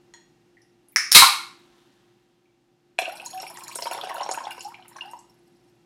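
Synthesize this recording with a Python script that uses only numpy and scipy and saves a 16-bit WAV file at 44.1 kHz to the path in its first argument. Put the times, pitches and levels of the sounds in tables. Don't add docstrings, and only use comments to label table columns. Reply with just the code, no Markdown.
import sys
import numpy as np
from scipy import signal
from scipy.fft import rfft, irfft
from scipy.io import wavfile

SR = 44100
rng = np.random.default_rng(int(sys.argv[2]) if len(sys.argv) > 2 else 0)


def master_out(mix):
    frames = np.transpose(np.atleast_2d(mix))
    ceiling = np.clip(frames, -1, 1)
    pcm = np.round(ceiling * 32767).astype(np.int16)
    wavfile.write(sys.argv[1], SR, pcm)


N = 258029
TIME = np.arange(N) / SR

# (frequency [Hz], density [dB per Hz])
WHIRR_SPECTRUM = [(15, -71), (25, -39), (48, -17.5), (87, -36), (114, -12), (263, -13), (354, -10),
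                  (416, -21.5), (714, -25), (775, -21), (1040, -28.5), (2410, -31), (5430, -35.5),
                  (13200, -48.5), (16000, -58)]
# (time [s], level [dB])
WHIRR_LEVEL = [(0.0, -62), (0.86, -65), (1.5, -60), (2.43, -68.5), (2.95, -67), (3.2, -59.5), (4.7, -60),
               (5.85, -63.5)]
# (frequency [Hz], level relative to the whirr [dB])
HUM_TONES = [(117, -19.5), (352, -1), (764, -15), (2772, -22.5), (13006, -33)]

# (time [s], level [dB])
TAB_FLICKS = [(0.138, -40.5)]
# (frequency [Hz], relative level [dB], t60 [s])
TAB_MODES = [(927, -10.5, 0.07), (1890, -1, 0.024), (1990, -23, 0.0071), (3370, -7.5, 0.039),
             (4230, -3, 0.023), (5680, -4, 0.018), (6750, -4, 0.05), (8170, -8.5, 0.013)]
# (time [s], level [dB], frequency [Hz])
FINGER_TICKS = [(0.569, -52, 1978), (0.618, -55.5, 5500), (0.618, -64, 10100), (0.885, -47.5, 10000),
                (0.921, -50.5, 14500), (0.926, -57, 2200), (2.455, -61, 2450)]

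# (time [s], level [dB], brightness [dB per octave])
LID_SNAPS = [(0.961, -2, 1.5), (0.9681, -13, 6), (1.1157, -15, 9), (1.1189, -4, 10.5), (1.127, -8.5, 12)]
# (frequency [Hz], relative level [dB], t60 [s])
LID_MODES = [(1210, -7.5, 0.0079), (1800, -6.5, 0.011), (2200, -2.5, .009), (3700, -18.5, 0.0067),
             (5260, -7.5, 0.02), (5560, -6.5, 0.011), (6190, -9.5, 0.0022), (10000, -17, 0.0053)]

# (frequency [Hz], density [dB per Hz])
JET_SPECTRUM = [(30, -23), (100, -33.5), (200, -24), (330, -13), (500, -23), (1000, -2), (1600, -4.5),
                (2300, 2.5), (3200, -1.5), (4300, 3), (7000, -6), (9500, 0), (12500, -5.5), (16000, -14.5)]
# (frequency [Hz], width [Hz], gain [dB])
HEADSPACE_MODES = [(1210, 100, 1), (2204, 220, -2.5), (3962, 380, 2)]
# (frequency [Hz], density [dB per Hz])
CAN_FIZZ_SPECTRUM = [(290, -23), (500, -6.5), (1080, 0), (2390, -5.5), (3460, -2), (4350, -6.5),
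                     (4800, -8.5), (15000, -22)]
LEAK_S, LEAK_DB = 1.118, -31
BURST_S, BURST_DB, BURST_ATTACK_S, BURST_HOLD_S, BURST_FALL_DB_PER_S = 1.146, -4, 0.0045, 0.01, 520.5
VENT_DB, VENT_HOLD_S, VENT_FALL_DB_PER_S = -18.5, 0.075, 280.5
CAN_FIZZ_DB, CAN_FIZZ_HOLD_S, CAN_FIZZ_FALL_DB_PER_S = -68, 0.62, 23

# (time [s], level [dB])
FLAP_FOLDS = [(1.2205, -3.5)]
# (frequency [Hz], relative level [dB], t60 [s])
FLAP_MODES = [(805, -8, 0.037), (942, 0, 0.021), (1071, 1, 0.039), (1193, -6.5, 0.076), (1358, -4.5, 0.04),
              (1455, -11, 0.045), (2200, -11, 0.048), (3330, -21.5, 0.05), (4093, -10.5, 0.049)]

# (time [s], level [dB])
RIM_KNOCKS = [(2.983, -27.5), (2.988, -4)]
# (frequency [Hz], relative level [dB], t60 [s])
RIM_MODES = [(1620, -14.5, 0.013), (2200, -19.5, 0.028), (2457, -6, 0.015), (2650, -19, 0.024),
             (3390, -22, .04), (4100, -27, 0.024), (5900, -35, .08), (7160, -30, .04), (10130, -30, 0.027)]
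# (time [s], level [dB])
WALL_STRIKES = [(3.055, -39), (4.51, -37.5), (5.0087, -33)]
WALL_HZ, WALL_T60_S = 2802, 0.092

# (time [s], churning [dB], fizzing [dB])
POUR_STRENGTH = [(3.12, -43, -56.5), (3.17, -44.5, -52), (3.72, -43, -48), (3.84, -41, -40),
                 (3.97, -33.5, -48), (4.21, -35.5, -54.5), (4.51, -42.5, -57.5), (4.66, -50, -58.5),
                 (4.79, -55.5, -77), (5.04, -46.5, -63), (5.24, -79, -74.5), (5.85, -85, -82)]
# (frequency [Hz], density [dB per Hz])
CHURN_SPECTRUM = [(210, -37.5), (350, -9), (381, -24.5), (945, -1), (1220, -8.5), (1530, -3), (2020, -7.5),
                  (3750, -9), (4500, -15), (5850, -48), (9900, -120)]
# (frequency [Hz], density [dB per Hz])
FOAM_SPECTRUM = [(1760, -38), (3000, -26.5), (5440, -4), (6090, -26), (6710, -15), (10800, -1.5),
                 (16000, -16.5)]
CHURN_DB, FOAM_DB = -7.5, -2.5
CHURN_SURGE_DB, FOAM_SURGE_DB = 8.5, 15.5

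# (time [s], bubble level [dB], bubble frequency [Hz], splash level [dB])
LUMPS = [(2.988, -13.5, 690, -41), (3.017, -24, 664, -22.5), (3.078, -24, 636, -32.5),
         (3.429, -29.5, 725, -31.5), (3.585, -35, 900, -47), (3.756, -38, 930, -32),
         (3.787, -26.5, 950, -28.5), (3.821, -31, 925, -27), (3.857, -25, 880, -25.5),
         (3.912, -28, 710, -25), (3.947, -26.5, 900, -27), (3.978, -31.5, 884, -29.5),
         (4.036, -21.5, 748, -24.5), (4.071, -28, 793, -34), (4.097, -25, 773, -28.5),
         (4.108, -25, 1056, -40), (4.181, -27.5, 714, -31), (4.21, -18.5, 767, -30.5),
         (4.262, -23, 810, -35), (4.29, -22.5, 898, -23.5), (4.312, -21.5, 754, -30),
         (4.375, -19.5, 893, -36), (4.405, -25.5, 1010, -53), (4.469, -20, 817, -56),
         (4.579, -31.5, 970, -37.5), (4.96, -34.5, 1038, -47), (5.134, -29.5, 942, -49)]
# (time [s], level [dB], frequency [Hz], rise [octaves per s], t60 [s])
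LARGE_BUBBLES = [(2.99, -32, 680, 1.4, 0.47), (3.115, -30, 742, 7.5, 0.13), (3.33, -34, 735, 0.9, 0.54),
                 (3.866, -15.5, 953, -3.5, .05), (4.647, -26.5, 786, 4.5, 0.17),
                 (5.048, -38, 764, 3.5, 0.35), (5.15, -33, 860, 2.5, 0.068)]
# (time [s], level [dB], frequency [Hz])
SINGLE_DROPS = [(3.054, -19.5, 2620), (3.198, -25, 2550), (3.376, -32.5, 2560), (3.466, -26, 2300),
                (3.607, -34.5, 2400), (3.7134, -28, 2330), (4.012, -21.5, 3440), (4.452, -29, 3460),
                (4.507, -28, 2800), (4.605, -30, 2750), (4.743, -28, 2337), (4.824, -40, 3030),
                (4.984, -29, 1540), (5.009, -26.5, 2835)]
# (time [s], level [dB], frequency [Hz])
SPRAY_BURSTS = [(2.989, -21.5, 8100), (3.155, -34, 8230), (3.26, -22.5, 6710), (3.4, -27.5, 5560),
                (3.498, -36, 10300), (3.571, -30.5, 7460), (3.6806, -26, 6930), (3.756, -18.5, 8570),
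                (3.823, -21, 5140), (3.913, -29, 10000), (4.143, -30, 10940), (4.232, -25.5, 5550),
                (4.3128, -17.5, 6900), (4.336, -26, 9170), (4.439, -35.5, 5470), (4.507, -31.5, 10360),
                (4.607, -27.5, 7000), (4.647, -33, 5300), (4.8808, -35.5, 10400), (4.966, -36, 5900),
                (5.1123, -39.5, 8250), (5.1903, -40, 7700)]
PLOP_T60_S, PLOP_RISE_OCTAVES_PER_S = 0.04, 6.5
DROP_SLAP_DB = -16
CHIRP_RISE_OCTAVES_PER_S, CHIRP_T60_S = 48, 0.022
SPLAT_DB, SLAP_DB, THROWN_CHIRP_DB, THROWN_SPRAY_DB = 0.5, -8, -1.5, -7.5
THROWN_CHIRP_HZ, THROWN_SPRAY_HZ = 2300, 6050
CHIRP_SCATTER_S, CHIRP_STEP_DB = 0.02, 5
SPRAY_SCATTER_S, SPRAY_DROPLET_DB, SPRAY_OCTAVES = 0.023, -8.5, 1.47

# (frequency [Hz], width [Hz], gain [dB])
JAR_MODES = [(754, 15, 4), (1057, 450, -10), (1537, 20, 1), (2800, 410, -3.5), (4110, 56, 8.5),
             (4370, 39, 6.5), (5550, 160, 4), (6710, 33, 4)]
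# (frequency [Hz], t60 [s])
ROOM_DECAY = [(100, .42), (500, .38), (1200, .43), (2200, .45), (4000, .43), (8000, .39), (12000, .33),
              (15000, .26)]
# (delay [s], level [dB])
NEAR_ECHOES = [(.0031, -16), (.0074, -10), (0.0123, -28)]
CUTOFF_HZ = 16100


def amp(db):
    return 10 ** (np.asarray(db) / 20)


def rms_one(x):
    return x / np.sqrt(np.mean(x ** 2) + 1e-20)


def in_time(rows):
    s, *columns = np.transpose(rows)
    return [np.interp(TIME, s, column) for column in columns]


def at_hz(points, hz):
    table_hz, value = np.transpose(points)
    return np.interp(np.log(np.maximum(hz, 1)), np.log(table_hz), value)


def add(out, s, sound):
    i = max(round(s * SR), 0)
    out[i:i + len(sound)] += sound[:N - i]


def band(x, low_hz, high_hz):
    top_hz = min(high_hz, 0.45 * SR)
    edges_hz = [min(low_hz, top_hz / 2 ** 0.1), top_hz]
    return signal.sosfilt(signal.butter(2, edges_hz, "band", fs=SR, output="sos"), x)


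def thin(x, hz):
    return signal.sosfilt(signal.butter(4, hz, "high", fs=SR, output="sos"), x + 1e-18)


def colour(x, spectrum):
    hz = np.arange(N // 2 + 1) * SR / N
    return rms_one(irfft(rfft(x) * amp(at_hz(spectrum, hz)), N))


def envelope(start_s, attack_s, hold_s, fall_db_per_s):
    t = TIME - start_s
    fall_db = -fall_db_per_s * np.maximum(t - attack_s - hold_s, 0)
    return np.clip(t / attack_s, 0, 1) * amp(fall_db)


def ping(hz, t60, rise=0, swell=0.42, phase=0):
    t60 = max(t60, 1e-3)
    t = TIME[:int(t60 * SR)]
    gliding_hz = np.minimum(hz * 2 ** np.minimum(rise * t, 1), SR / 2)
    turns = np.cumsum(gliding_hz) / SR
    onset = 1 - np.exp(-(turns / swell) ** 2)
    return np.sin(2 * np.pi * (turns + phase)) * onset * 1e-3 ** (t / t60)


def puff(hz, octaves, t60):
    t, half = TIME[:SR // 10], 2 ** (octaves / 2)
    noise = rms_one(band(rng.standard_normal(len(t)), hz / half, hz * half))
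    return noise * 1e-3 ** (t / t60)


def resonance(x, hz, width):
    r = np.exp(-np.pi * width / SR)
    zeros = np.array([1, 0, -1]) * (1 - r * r) / 2
    poles = [1, -2 * r * np.cos(2 * np.pi * hz / SR), r * r]
    return signal.lfilter(zeros, poles, x + 1e-18)


def cavity(x, modes):
    return x + sum(amp(db) * resonance(x, hz, width) for hz, width, db in modes)


def appliance():
    whirr = colour(rng.standard_normal(N), WHIRR_SPECTRUM)
    wander_points = rng.standard_normal(size=80)
    wander_hz = 4 * np.interp(TIME, np.linspace(0, N / SR, num=80), wander_points)
    tones = np.zeros(N)
    for hz, db in HUM_TONES:
        turns = np.cumsum(hz + wander_hz) / SR
        tones += amp(db) * np.sqrt(2) * np.sin(2 * np.pi * turns)
    return amp(in_time(WHIRR_LEVEL)[0]) * (whirr + tones)


def fingers():
    out = np.zeros(N)
    for s, db in TAB_FLICKS:
        for hz, mode_db, t60 in TAB_MODES:
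            add(out, s, amp(db + mode_db) * ping(hz, t60))
    for s, db, hz in FINGER_TICKS:
        add(out, s, amp(db) * puff(hz, octaves=0.2, t60=0.025))
    return out


def tab():
    out = np.zeros(N)
    for s, db, tilt_db in LID_SNAPS:
        tear = puff(6000, octaves=2, t60=0.010)
        add(out, s, amp(db + 2 * tilt_db - 23) * tear)
        for hz, mode_db, t60 in LID_MODES:
            bright_db = tilt_db * np.log2(hz / 4000)
            add(out, s, amp(db + mode_db + bright_db) * ping(hz, t60, phase=rng.random()))
    return thin(out, hz=490)


def grains(per_s, low_hz, high_hz, cycles, spread_db, count=22):
    at = np.flatnonzero(rng.random(N) < per_s / SR)
    sizes = amp(spread_db * np.minimum(rng.exponential(1, len(at)), 3.5))
    sizes = sizes * rng.choice([-1, 1], len(at))
    dealt = rng.integers(0, count, len(at))
    out = np.zeros(N)
    for k, hz in enumerate(np.geomspace(low_hz, min(high_hz, CUTOFF_HZ), count)):
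        clicks = np.zeros(N)
        clicks[at[dealt == k]] = sizes[dealt == k]
        out += resonance(clicks, hz, 2 * hz / cycles)
    return rms_one(out)


def gas():
    jet = rms_one(cavity(colour(rng.standard_normal(N), JET_SPECTRUM), HEADSPACE_MODES))
    fizz = colour(grains(7600, 600, 15000, cycles=2.8, spread_db=6), CAN_FIZZ_SPECTRUM)
    leak = amp(LEAK_DB) * (TIME > LEAK_S) * (TIME < BURST_S + BURST_ATTACK_S)
    burst = amp(BURST_DB) * envelope(BURST_S, BURST_ATTACK_S, BURST_HOLD_S, BURST_FALL_DB_PER_S)
    vent = amp(VENT_DB) * envelope(BURST_S, BURST_ATTACK_S, VENT_HOLD_S, VENT_FALL_DB_PER_S)
    settling = envelope(BURST_S, BURST_ATTACK_S, CAN_FIZZ_HOLD_S, CAN_FIZZ_FALL_DB_PER_S)
    return (leak + burst + vent) * jet + amp(CAN_FIZZ_DB) * settling * fizz


def flap():
    out = np.zeros(N)
    for s, db in FLAP_FOLDS:
        for k, (hz, mode_db, t60) in enumerate(FLAP_MODES):
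            sign = (-1) ** k
            add(out, s, sign * amp(db + mode_db) * ping(hz, t60))
    return thin(out, hz=490)


def knock():
    out = np.zeros(N)
    for s, db in RIM_KNOCKS:
        for hz, mode_db, t60 in RIM_MODES:
            add(out, s, amp(db + mode_db) * ping(hz, t60, phase=rng.random()))
    for s, db in WALL_STRIKES:
        add(out, s, amp(db) * ping(WALL_HZ, WALL_T60_S))
    return thin(out, hz=600)


def surges(count):
    at = np.sort(np.arange(count) + rng.uniform(-0.6, 0.6, count)) * N / SR / count
    heights = (-1) ** np.arange(count) * rng.uniform(0.3, 1, count)
    return np.interp(TIME, at, heights)


def bubbles(per_s, low_hz, high_hz, cycles, climb, spread_db):
    out, start, end = np.zeros(N), LUMPS[0][0], N / SR
    for when, pitch, size, life, lift in rng.random((int(per_s * (end - start)), 5)):
        hz = low_hz * (high_hz / low_hz) ** pitch
        t60 = cycles * 2 ** (2 * life - 1) / hz
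        gain = amp(spread_db * size ** 2)
        bubble = ping(hz, t60, lift * climb / t60, swell=cycles / 40)
        add(out, start + when * (end - start), gain * bubble)
    return out


def stream():
    churn_db, foam_db = in_time(POUR_STRENGTH)
    coarse = bubbles(420, 459, 4700, cycles=30.2, climb=0.77, spread_db=14.5)
    fine = bubbles(1100, 2990, 15870, cycles=65, climb=0.08, spread_db=12)
    churn = colour(amp(CHURN_SURGE_DB * surges(count=200)) * coarse, CHURN_SPECTRUM)
    foam = colour(amp(FOAM_SURGE_DB * surges(count=280)) * fine, FOAM_SPECTRUM)
    pour = amp(churn_db + CHURN_DB) * churn + amp(foam_db + FOAM_DB) * foam
    return pour * (TIME > LUMPS[0][0])


def chirp(hz):
    start_hz = hz / 2 ** (CHIRP_RISE_OCTAVES_PER_S * 0.003)
    return ping(start_hz, CHIRP_T60_S, CHIRP_RISE_OCTAVES_PER_S, swell=4)


def spray(hz):
    out = np.zeros(N)
    add(out, 0, ping(hz, t60=0.014, rise=0.5, swell=3.2))
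    for delay, octaves in rng.random((28, 2)):
        droplet_hz = hz * 2 ** (SPRAY_OCTAVES * (octaves - 0.5))
        droplet = ping(droplet_hz, t60=0.007, swell=3.1)
        add(out, SPRAY_SCATTER_S * delay ** 2, amp(SPRAY_DROPLET_DB - 3.2 * delay) * droplet)
    return out[:SR // 10]


def splash():
    out = np.zeros(N)
    add(out, 0, amp(SPLAT_DB) * puff(518, octaves=0.87, t60=0.027))
    add(out, 0, amp(SLAP_DB) * puff(2350, octaves=1.7, t60=0.0075))
    for k, (delay, octaves) in enumerate(rng.random((3, 2))):
        hz = THROWN_CHIRP_HZ * 2 ** (1.45 * (octaves - 0.5))
        add(out, CHIRP_SCATTER_S * delay * k / 2, amp(THROWN_CHIRP_DB - CHIRP_STEP_DB * k) * chirp(hz))
    spray_hz = THROWN_SPRAY_HZ * 2 ** rng.uniform(-0.524, 0.52)
    add(out, 0, amp(THROWN_SPRAY_DB) * spray(spray_hz))
    return out[:SR // 10]


def splashes():
    out = np.zeros(N)
    for s, db, hz, splash_db in LUMPS:
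        add(out, s, amp(db) * ping(hz, PLOP_T60_S, PLOP_RISE_OCTAVES_PER_S))
        add(out, s, amp(splash_db) * splash())
        for delay, octaves in rng.random((3, 2)):
            small_hz = hz * 2 ** (0.302 + 1.1 * octaves)
            small_db = db - 12.5 - 4.8 * octaves
            small = ping(small_hz, t60=0.021, rise=47, swell=1)
            add(out, s + 0.012 * delay ** 2, amp(small_db) * small)
    for s, db, hz, rise, t60 in LARGE_BUBBLES:
        add(out, s, amp(db) * ping(hz, t60, rise, swell=4.3))
    for s, db, hz in SINGLE_DROPS:
        add(out, s, amp(db) * chirp(hz))
        add(out, s, amp(db + DROP_SLAP_DB) * puff(hz * 1.1, octaves=0.69, t60=0.037))
    for s, db, hz in SPRAY_BURSTS:
        add(out, s, amp(db) * spray(hz))
    return thin(out, hz=270)


def kitchen(x, wet_db):
    t = TIME[:SR * 3 // 4]
    edges_hz = np.geomspace(60, 19000, 15)
    response = np.zeros(len(t))
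    for low_hz, high_hz in zip(edges_hz, edges_hz[1:]):
        dying = 1e-3 ** (t / at_hz(ROOM_DECAY, np.sqrt(low_hz * high_hz)))
        response += band(rng.standard_normal(len(t)), low_hz, high_hz) * dying
    response *= np.clip(t / 0.007, 0, 1)
    response *= amp(wet_db) / np.sqrt(np.sum(response ** 2))
    for delay, db in NEAR_ECHOES:
        response[round(delay * SR)] += amp(db)
    return x + signal.fftconvolve(x, response)[:N]


def scene():
    can = kitchen(fingers() + tab() + gas() + flap(), wet_db=-1.5)
    jar = kitchen(cavity(knock() + stream() + splashes(), JAR_MODES), wet_db=-8)
    return (appliance() + can + amp(-1.5) * jar)[None]


def record(dry):
    clipped = np.clip(dry, -1, 1)
    return signal.sosfilt(signal.ellip(10, 0.1, 70, CUTOFF_HZ, fs=SR, output="sos"), clipped)


dry = scene()
out = record(dry)
master_out(out)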